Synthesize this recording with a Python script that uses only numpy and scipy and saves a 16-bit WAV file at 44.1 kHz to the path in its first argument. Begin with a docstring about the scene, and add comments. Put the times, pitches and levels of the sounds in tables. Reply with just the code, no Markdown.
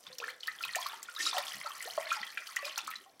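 """Stirring thin liquid in a basin

A wooden spoon stirs a plastic basin in a tiled room. Air bubbles ring as sines sliding up or down,
droplets tick as filtered noise puffs, trains of small bubbles and droplets make fizz and spray,
noise gives swish, splashes and air, and the wave bumps the wall; basin and room ring on briefly.
"""
import sys
import numpy as np
from scipy import signal
from scipy.io import wavfile
from scipy.ndimage import uniform_filter1d

SR = 44100
rng = np.random.default_rng(int(sys.argv[2]) if len(sys.argv) > 2 else 0)


def wav_record(signal):
    """Record a signal, one row per channel, as 16-bit PCM in the file named by sys.argv[1]."""
    frames = np.transpose(np.atleast_2d(signal))
    bounded = np.clip(frames, -1, 1)
    # unit amplitude maps onto the largest positive 16-bit level
    quanta = np.round(bounded * 32767).astype(np.int16)
    wavfile.write(sys.argv[1], SR, quanta)


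N = 141120  # samples, 3.2 s

# Background air spectrum. Each row: frequency in Hz, relative level in dB.
AIR_SPECTRUM = [(76, -23), (100, -8.5), (700, 1), (1500, -12), (16000, -21.5)]
# Swish spectrum. Each row: frequency in Hz, relative level in dB.
SWISH_SPECTRUM = [(200, -18), (700, -2), (1200, 8.5), (2000, 10.5), (6000, -6), (16000, -22)]
# Stirring strength. Each row: time in seconds, relative level of fizz and swish in dB, of spray in dB.
STIRRING = [(0, -82, -44), (0.071, -53.5, -51.5), (.17, -64, -48.5), (.22, -56.5, -45.5),
            (0.309, -49, -39.5), (0.369, -76, -52.5), (0.451, -54, -47.5), (.78, -48.5, -36),
            (.9, -46.5, -34.5), (1.0, -53, -49), (1.14, -56, -43), (1.35, -42.5, -38), (1.502, -45.5, -33),
            (1.622, -48.5, -40), (1.9, -50.5, -34.5), (2.149, -41.5, -42), (2.34, -55.5, -41.5),
            (2.7, -46.5, -41.5), (2.93, -54.5, -47), (3.02, -64, -47), (3.121, -75, -61)]
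# Small-bubble weights by pitch. Each row: frequency in Hz, relative level in dB.
FIZZ_SPECTRUM = [(600, -16.5), (1300, -10.5), (2100, -1.5), (4500, -0.5), (8500, -36.5)]
# Large bubbles. Each row: start in seconds, level in dB, pitch in Hz, fade scale in ms,
# initial glide in octaves per fade scale.
LARGE_BUBBLES = [(0.067, -39.5, 3430, 5.7, 0.077), (0.1, -53, 504, 86, -0.0061),
                 (0.129, -41.5, 4090, 3.5, 0.067), (0.2011, -33, 2800, 1.5, -0.14),
                 (0.2, -44.5, 532, 18, -0.2), (0.215, -47, 812, 16, 0.89),
                 (0.2401, -32.5, 1670, 3.5, 0.063), (0.27, -52, 511.3, 41, -0.023),
                 (0.2808, -36, 1522, 11, 0.48), (0.406, -40, 4020, 2.2, 0.086),
                 (0.4324, -33.5, 3170, 4, -0.085), (0.4792, -32.5, 1680, 7.9, 0.2),
                 (0.4806, -43, 1320, 4.6, -0.073), (0.6081, -40.5, 1460, 3.6, -0.07),
                 (0.6371, -26.5, 2674, 5.1, -0.091), (0.6515, -38.5, 1070, 2.7, -0.005),
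                 (0.691, -36, 2014, 6.3, -0.088), (0.7489, -28.5, 1910, 2.74, -0.099),
                 (0.7579, -27.5, 2610, 2.3, -0.098), (0.7627, -34, 597.4, 17.6, 0.61),
                 (0.8267, -33, 3460, 6.3, -0.055), (0.8605, -34.5, 1113, 5.8, 0.071),
                 (0.9317, -41.5, 851, 8.4, 0.13), (1.0858, -41.5, 1478, 5.2, -0.04),
                 (1.163, -35, 3860, 6, -0.11), (1.164, -47, 1166, 9.3, 0.16),
                 (1.1816, -41, 1595, 21.7, 0.41), (1.201, -35, 1778, 8.5, 0.02),
                 (1.2237, -35.5, 4690, 18.6, 0.25), (1.263, -37, 1140, 6.5, 0.18),
                 (1.2688, -26, 3860, 6.5, -0.034), (1.3124, -27, 3600, 1.9, 0.01),
                 (1.329, -39.5, 725, 4.2, 0.71), (1.3443, -37, 743, 16, -0.05),
                 (1.367, -34, 607, 10.4, 0.46), (1.379, -38, 556, 17, 0.123),
                 (1.379, -36, 1457, 4.8, -0.325), (1.3817, -32, 1830, 3.4, 0.073),
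                 (1.4823, -32, 3130, 1, 0.078), (1.6133, -37, 2080, 3.6, 0.0033),
                 (1.646, -46, 671, 8.7, -0.19), (1.6584, -41, 1320, 5.3, -0.04),
                 (1.668, -39.5, 928, 4.2, -0.07), (1.748, -52.5, 1200, 9.5, 0.32),
                 (1.7047, -44, 1123, 8, 0.078), (1.8053, -37, 2120, 3.5, -0.13),
                 (1.854, -45, 440, 12, 0.21), (1.874, -42, 589, 7, 0.33), (1.9773, -27, 641, 6.5, -0.071),
                 (2.069, -37, 2170, 4.1, 0.0), (2.1057, -28.5, 2575, 7.1, -0.1),
                 (2.1157, -30.5, 1222, 7.7, 0.3), (2.13, -41, 2080, 2.6, 0.4),
                 (2.1649, -41.5, 910, 16.7, -0.15), (2.2304, -31, 2000, 4.7, -0.032),
                 (2.2317, -39.5, 3270, 5, -0.02), (2.267, -39.5, 3420, 3.8, -0.028),
                 (2.3735, -29, 2000, 2.5, -0.3), (2.3757, -31.5, 2470, 5.7, -0.068),
                 (2.488, -52.5, 1386, 9, -0.3), (2.5663, -26.5, 1895, 5.4, 0.047),
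                 (2.588, -47.5, 1139, 24, -0.0014), (2.624, -41.5, 1850, 2.4, -0.06),
                 (2.627, -42.5, 590, 15, -0.11), (2.6463, -36, 2423, 6.3, 0.00092),
                 (2.657, -44.5, 581, 21.4, 0.08), (2.678, -45.5, 1136, 6.4, -0.014),
                 (2.7756, -35, 1350, 1.5, 0.14), (2.7783, -39.5, 883, 3.8, -0.077),
                 (2.7887, -28.5, 2770, 2.3, -0.065), (2.8774, -38, 1080, 2.5, 0.18),
                 (2.887, -44.5, 1340, 8.7, -0.06), (2.913, -37, 2100, 3.5, 0.24),
                 (2.925, -41, 2300, 3.1, -0.4), (2.9367, -37, 1910, 4.4, 0.031),
                 (2.956, -36.5, 3970, 5.4, -0.011), (3.062, -54, 773, 20, 0.03)]
# Wave bumps on the basin wall. Each row: start in seconds, level in dB, centre in Hz.
WALL_BUMPS = [(0.07, -67.5, 151), (0.66, -70, 130), (1.224, -62.5, 352), (1.541, -60, 160),
              (2.198, -66, 196), (2.824, -63, 283)]
# Droplet ticks. 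Each row: start in seconds, level in dB, centre in Hz.
DROPLETS = [(0.184, -30, 5600), (0.4723, -30, 4340), (0.6279, -29, 4230), (0.6498, -26.5, 3700),
            (0.7556, -22, 7100), (0.8147, -32, 4700), (0.8657, -27, 4600), (1.029, -30, 7200),
            (1.1493, -35, 4200), (1.189, -35, 4580), (1.3812, -22, 3900), (1.825, -29.5, 8100),
            (2.127, -30, 6200), (2.4692, -35.5, 5400), (2.5616, -29, 6460), (2.6529, -29, 4880),
            (2.778, -22.5, 5470), (2.848, -39, 5400), (2.873, -34.5, 7900), (2.9038, -35.5, 11800),
            (2.911, -36, 3460), (3.196, -42, 3700)]
# Splashes over the spoon. Each row: start in seconds, length in seconds, level in dB.
SPOON_SPLASHES = [(1.189, 0.12, -39.5), (1.333, 0.075, -46.5), (2.099, 0.074, -51.5), (2.659, 0.045, -52)]
# Splash noise spectrum. Each row: frequency in Hz, relative level in dB.
SPLASH_SPECTRUM = [(200, -9.5), (1500, -27.5), (4500, -7), (8000, -10), (16000, -31.5)]
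# Basin resonances. Each row: centre in Hz, width in Hz, gain in dB.
BASIN_MODES = [(1101, 60, 5), (1346, 125, 7), (1818, 58, 1), (1290, 16, 1), (1880, 6.2, -7)]

AIR_DB, SWISH_DB, PATCH_DB = -68, -7.5, 4
SPRAY_PER_S, SPRAY_DECAY_MS, SPRAY_DB = 1300, 2.36, -15.5
SPRAY_SPREAD_DB, SPRAY_WIDE_DB = 6, -37
FIZZ_PER_S, FIZZ_MEAN_CYCLES, FIZZ_SPREAD_DB, FIZZ_DB = 750, 10, 5, -2.5
RISE_CYCLES, FADE_POWER = 0.76, 0.52
WOBBLE_DB, WAVER_OCTAVES = 5, 0.025  # random spread of level and pitch
PUFF_DB, PUFF_DECAY_MS, PUFF_PITCH_RATIO, PUFF_WIDE_DB = -7, 10, 1.33, -45  # relative to its bubble
BUMP_PEAK_MS, BUMP_WIDTH_HZ = 20, 120
TICK_DECAY_MS, TICK_WIDTH_RATIO, TICK_WIDE_DB = 5.5, 0.33, -10.5  # width as share of centre
SPLASH_FIZZ_DB = -2
ROOM_DB, ROOM_T60_S, ROOM_TREBLE_T60_S = -13, 0.45, 0.1
EDGE_HZ = 15900


def amp(db):
    """Amplitude factor of a level in dB."""
    return 10 ** (np.asarray(db) / 20)


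def evened(x):
    """Signal scaled to unit RMS."""
    return x / np.sqrt(np.mean(x ** 2) + 1e-20)


def read(points, hz):
    """Interpolate a curve along log frequency."""
    f, value = np.transpose(points)
    return np.interp(np.log(hz + 1), np.log(f + 1), value)


def add(mix, start_s, sound):
    """Mix a sound in at its start time, cut at the end of the mix."""
    part = mix[round(start_s * SR):][:len(sound)]
    part += sound[:len(part)]


def highpass(x, hz, order):
    """Butterworth high-pass."""
    return signal.sosfilt(signal.butter(order, hz, "highpass", fs=SR, output="sos"), x)


def resonate(x, hz, width_hz):
    """A resonance of gain 1: shift hz to zero, smooth, shift back."""
    turn = np.exp(2j * np.pi * hz * np.arange(len(x)) / SR)
    r = np.exp(-np.pi * width_hz / SR)
    return 2 * (turn * signal.lfilter([1 - r], [1, -r], x / turn)).real


def noise(spectrum, patch_db, patch_bins=10, patch_frames=6):
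    """Coloured noise whose patches of time and frequency swell and sink."""
    frames, hz = N // 128 + 5, np.fft.rfftfreq(512, 1 / SR)
    real, imaginary, patches = rng.standard_normal((frames, len(hz), 3)).T
    patches = uniform_filter1d(patches, size=patch_bins, axis=0)
    patches = evened(uniform_filter1d(patches, size=patch_frames, axis=1))
    gain = amp(read(spectrum, hz)[:, None] + patch_db * patches)
    sound = signal.istft((real + 1j * imaginary) * gain, nperseg=512, noverlap=384)[1]
    return evened(sound[:N])


def stir(axis):
    """Gain over time from one column of the stirring curve."""
    rows = np.array(STIRRING)
    return amp(np.interp(np.arange(N) / SR, rows[:, 0], rows[:, axis]))


def train(per_s, spread_db):
    """Random clicks, a few of them large."""
    sizes = amp(spread_db * np.minimum(rng.exponential(1, N), 3.5))
    return sizes * (rng.random(N) < per_s / SR)


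def air():
    """Steady low-weighted noise, patchy in time and frequency."""
    return amp(AIR_DB) * noise(AIR_SPECTRUM, PATCH_DB, patch_bins=2, patch_frames=30)


def swish():
    """Moving liquid: patchy noise following the stirring."""
    return amp(SWISH_DB) * stir(axis=1) * noise(SWISH_SPECTRUM, PATCH_DB)


def spray(count=10):
    """Many tiny droplets: random trains of short ticks following the stirring."""
    out = np.zeros(N)
    for hz in np.geomspace(4000, 14000, count):
        one = tick(rng.standard_normal(400), SPRAY_DECAY_MS, hz, SPRAY_WIDE_DB)
        out += signal.oaconvolve(train(SPRAY_PER_S / count, SPRAY_SPREAD_DB), one)[:N]
    return amp(SPRAY_DB) * stir(axis=2) * evened(out)


def fizz(count=36):
    """Many small bubbles of all sizes in random trains, at unit level."""
    out = np.zeros(N)
    for hz in np.geomspace(600, 8500, count):
        fade_ms = 1000 * FIZZ_MEAN_CYCLES * rng.uniform(.5, 1.5) / hz
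        one = bubble(hz, fade_ms, rng.uniform(-.1, .2))
        clicks = train(FIZZ_PER_S / count, FIZZ_SPREAD_DB)
        out += amp(read(FIZZ_SPECTRUM, hz)) * hz * signal.oaconvolve(clicks, one)[:N]
    return evened(out)


def bubble(hz, fade_ms, glide):
    """A pocket of air rings as a fading, wavering sine that slides in pitch."""
    t = np.arange(0, 3 * fade_ms / 1000, 1 / SR)
    u = t * 1000 / fade_ms
    rise = 1 - np.exp(-t * hz / RISE_CYCLES)
    shape = rise * np.exp(-u ** FADE_POWER) * np.cos(np.pi * u / 6)  # zero at u = 3
    wobble = np.interp(t * hz / 4, np.arange(80), rng.standard_normal(80))  # a new value every 4 cycles
    pitch_hz = hz * 2 ** (glide * 1.5 * np.tanh(u / 1.5) + WAVER_OCTAVES * wobble)
    level = shape / shape.max() * amp(WOBBLE_DB * wobble * np.minimum(u, 1))
    return level * np.sin(2 * np.pi * np.cumsum(pitch_hz) / SR)


def large_bubbles():
    """Single ringing bubbles, each throwing a puff of spray centred above its pitch."""
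    out = np.zeros(N)
    grits = rng.standard_normal((len(LARGE_BUBBLES), 2500))
    for (start_s, db, hz, fade_ms, glide), grit in zip(LARGE_BUBBLES, grits):
        add(out, start_s, amp(db) * bubble(hz, fade_ms, glide))
        puff = tick(grit, PUFF_DECAY_MS, PUFF_PITCH_RATIO * hz, PUFF_WIDE_DB)
        add(out, start_s, amp(db + PUFF_DB) * puff)
    return out


def bumps():
    """The wave bumps the basin wall: soft low swells of narrow-band noise."""
    out, t = np.zeros(N), np.arange(6000) / SR
    u = t * 1000 / BUMP_PEAK_MS
    grits = rng.standard_normal((len(WALL_BUMPS), len(t)))
    for (start_s, db, hz), grit in zip(WALL_BUMPS, grits):
        body = resonate(resonate(grit, hz, BUMP_WIDTH_HZ), hz, BUMP_WIDTH_HZ)
        add(out, start_s, amp(db) * evened(body) * u * np.exp(1 - u))
    return highpass(out, 95, order=4)


def tick(grit, decay_ms, hz, wide_db):
    """A droplet bursts: a short puff of noise, strongest around hz, at unit peak."""
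    puff = grit * np.exp(-np.arange(len(grit)) * 1000 / SR / decay_ms)
    width_hz = TICK_WIDTH_RATIO * hz
    narrow = resonate(resonate(puff, hz, width_hz), hz, 2 * width_hz)
    wide = puff - uniform_filter1d(puff, size=12)
    puff = narrow + amp(wide_db) * wide
    return puff / abs(puff).max()


def droplet_ticks():
    """Single droplets bursting."""
    out = np.zeros(N)
    grits = rng.standard_normal((len(DROPLETS), 700))
    for (start_s, db, hz), grit in zip(DROPLETS, grits):
        add(out, start_s, amp(db) * tick(grit, TICK_DECAY_MS, hz, TICK_WIDE_DB))
    return out


def splashes():
    """Rushes of spray and small bubbles over the spoon: sudden start, swell, quick end."""
    rush = np.zeros(N)
    for start_s, length_s, db in SPOON_SPLASHES:
        phase = np.pi * np.arange(0, length_s, 1 / SR) / length_s
        add(rush, start_s, amp(db) * np.sin(phase) ** 0.23)
    small_bubbles = highpass(fizz() + fizz(), 2600, order=2)
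    return rush * (noise(SPLASH_SPECTRUM, PATCH_DB) + amp(SPLASH_FIZZ_DB) * small_bubbles)


def basin(x):
    """Resonances of the basin, excited by the water sounds."""
    return sum(amp(db) * resonate(x, hz, width_hz) for hz, width_hz, db in BASIN_MODES)


def room(x):
    """Dense reflections from tiles, the treble dying sooner."""
    hz, t, z = signal.stft(rng.standard_normal(SR // 2), SR, nperseg=256)
    t60_s = read([(1000, ROOM_T60_S), (8000, ROOM_TREBLE_T60_S)], hz)[:, None]
    tail = signal.istft(z * amp(-60 * t / t60_s), SR, nperseg=256)[1]
    tail = tail * (np.arange(len(tail)) > .004 * SR)  # 4 ms before the first reflection
    return signal.oaconvolve(x, tail / np.linalg.norm(tail))[:N]


def scene():
    """Water through basin and room, plus swish, bumps and air added direct."""
    water = spray() + amp(FIZZ_DB) * stir(axis=1) * fizz()
    water = water + large_bubbles() + droplet_ticks() + splashes()
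    water = highpass(water, 330, order=4)  # small sources, no bass
    water = water + basin(water)
    return (water + amp(ROOM_DB) * room(water) + swish() + bumps() + air())[None]


def record(dry):
    """Band limit of the recorder: steep linear-phase low-pass."""
    lowpass = signal.firwin(511, EDGE_HZ, window=("kaiser", 9), fs=SR)
    return signal.oaconvolve(dry, lowpass[None], "same")


dry = scene()
out = record(dry)
wav_record(out)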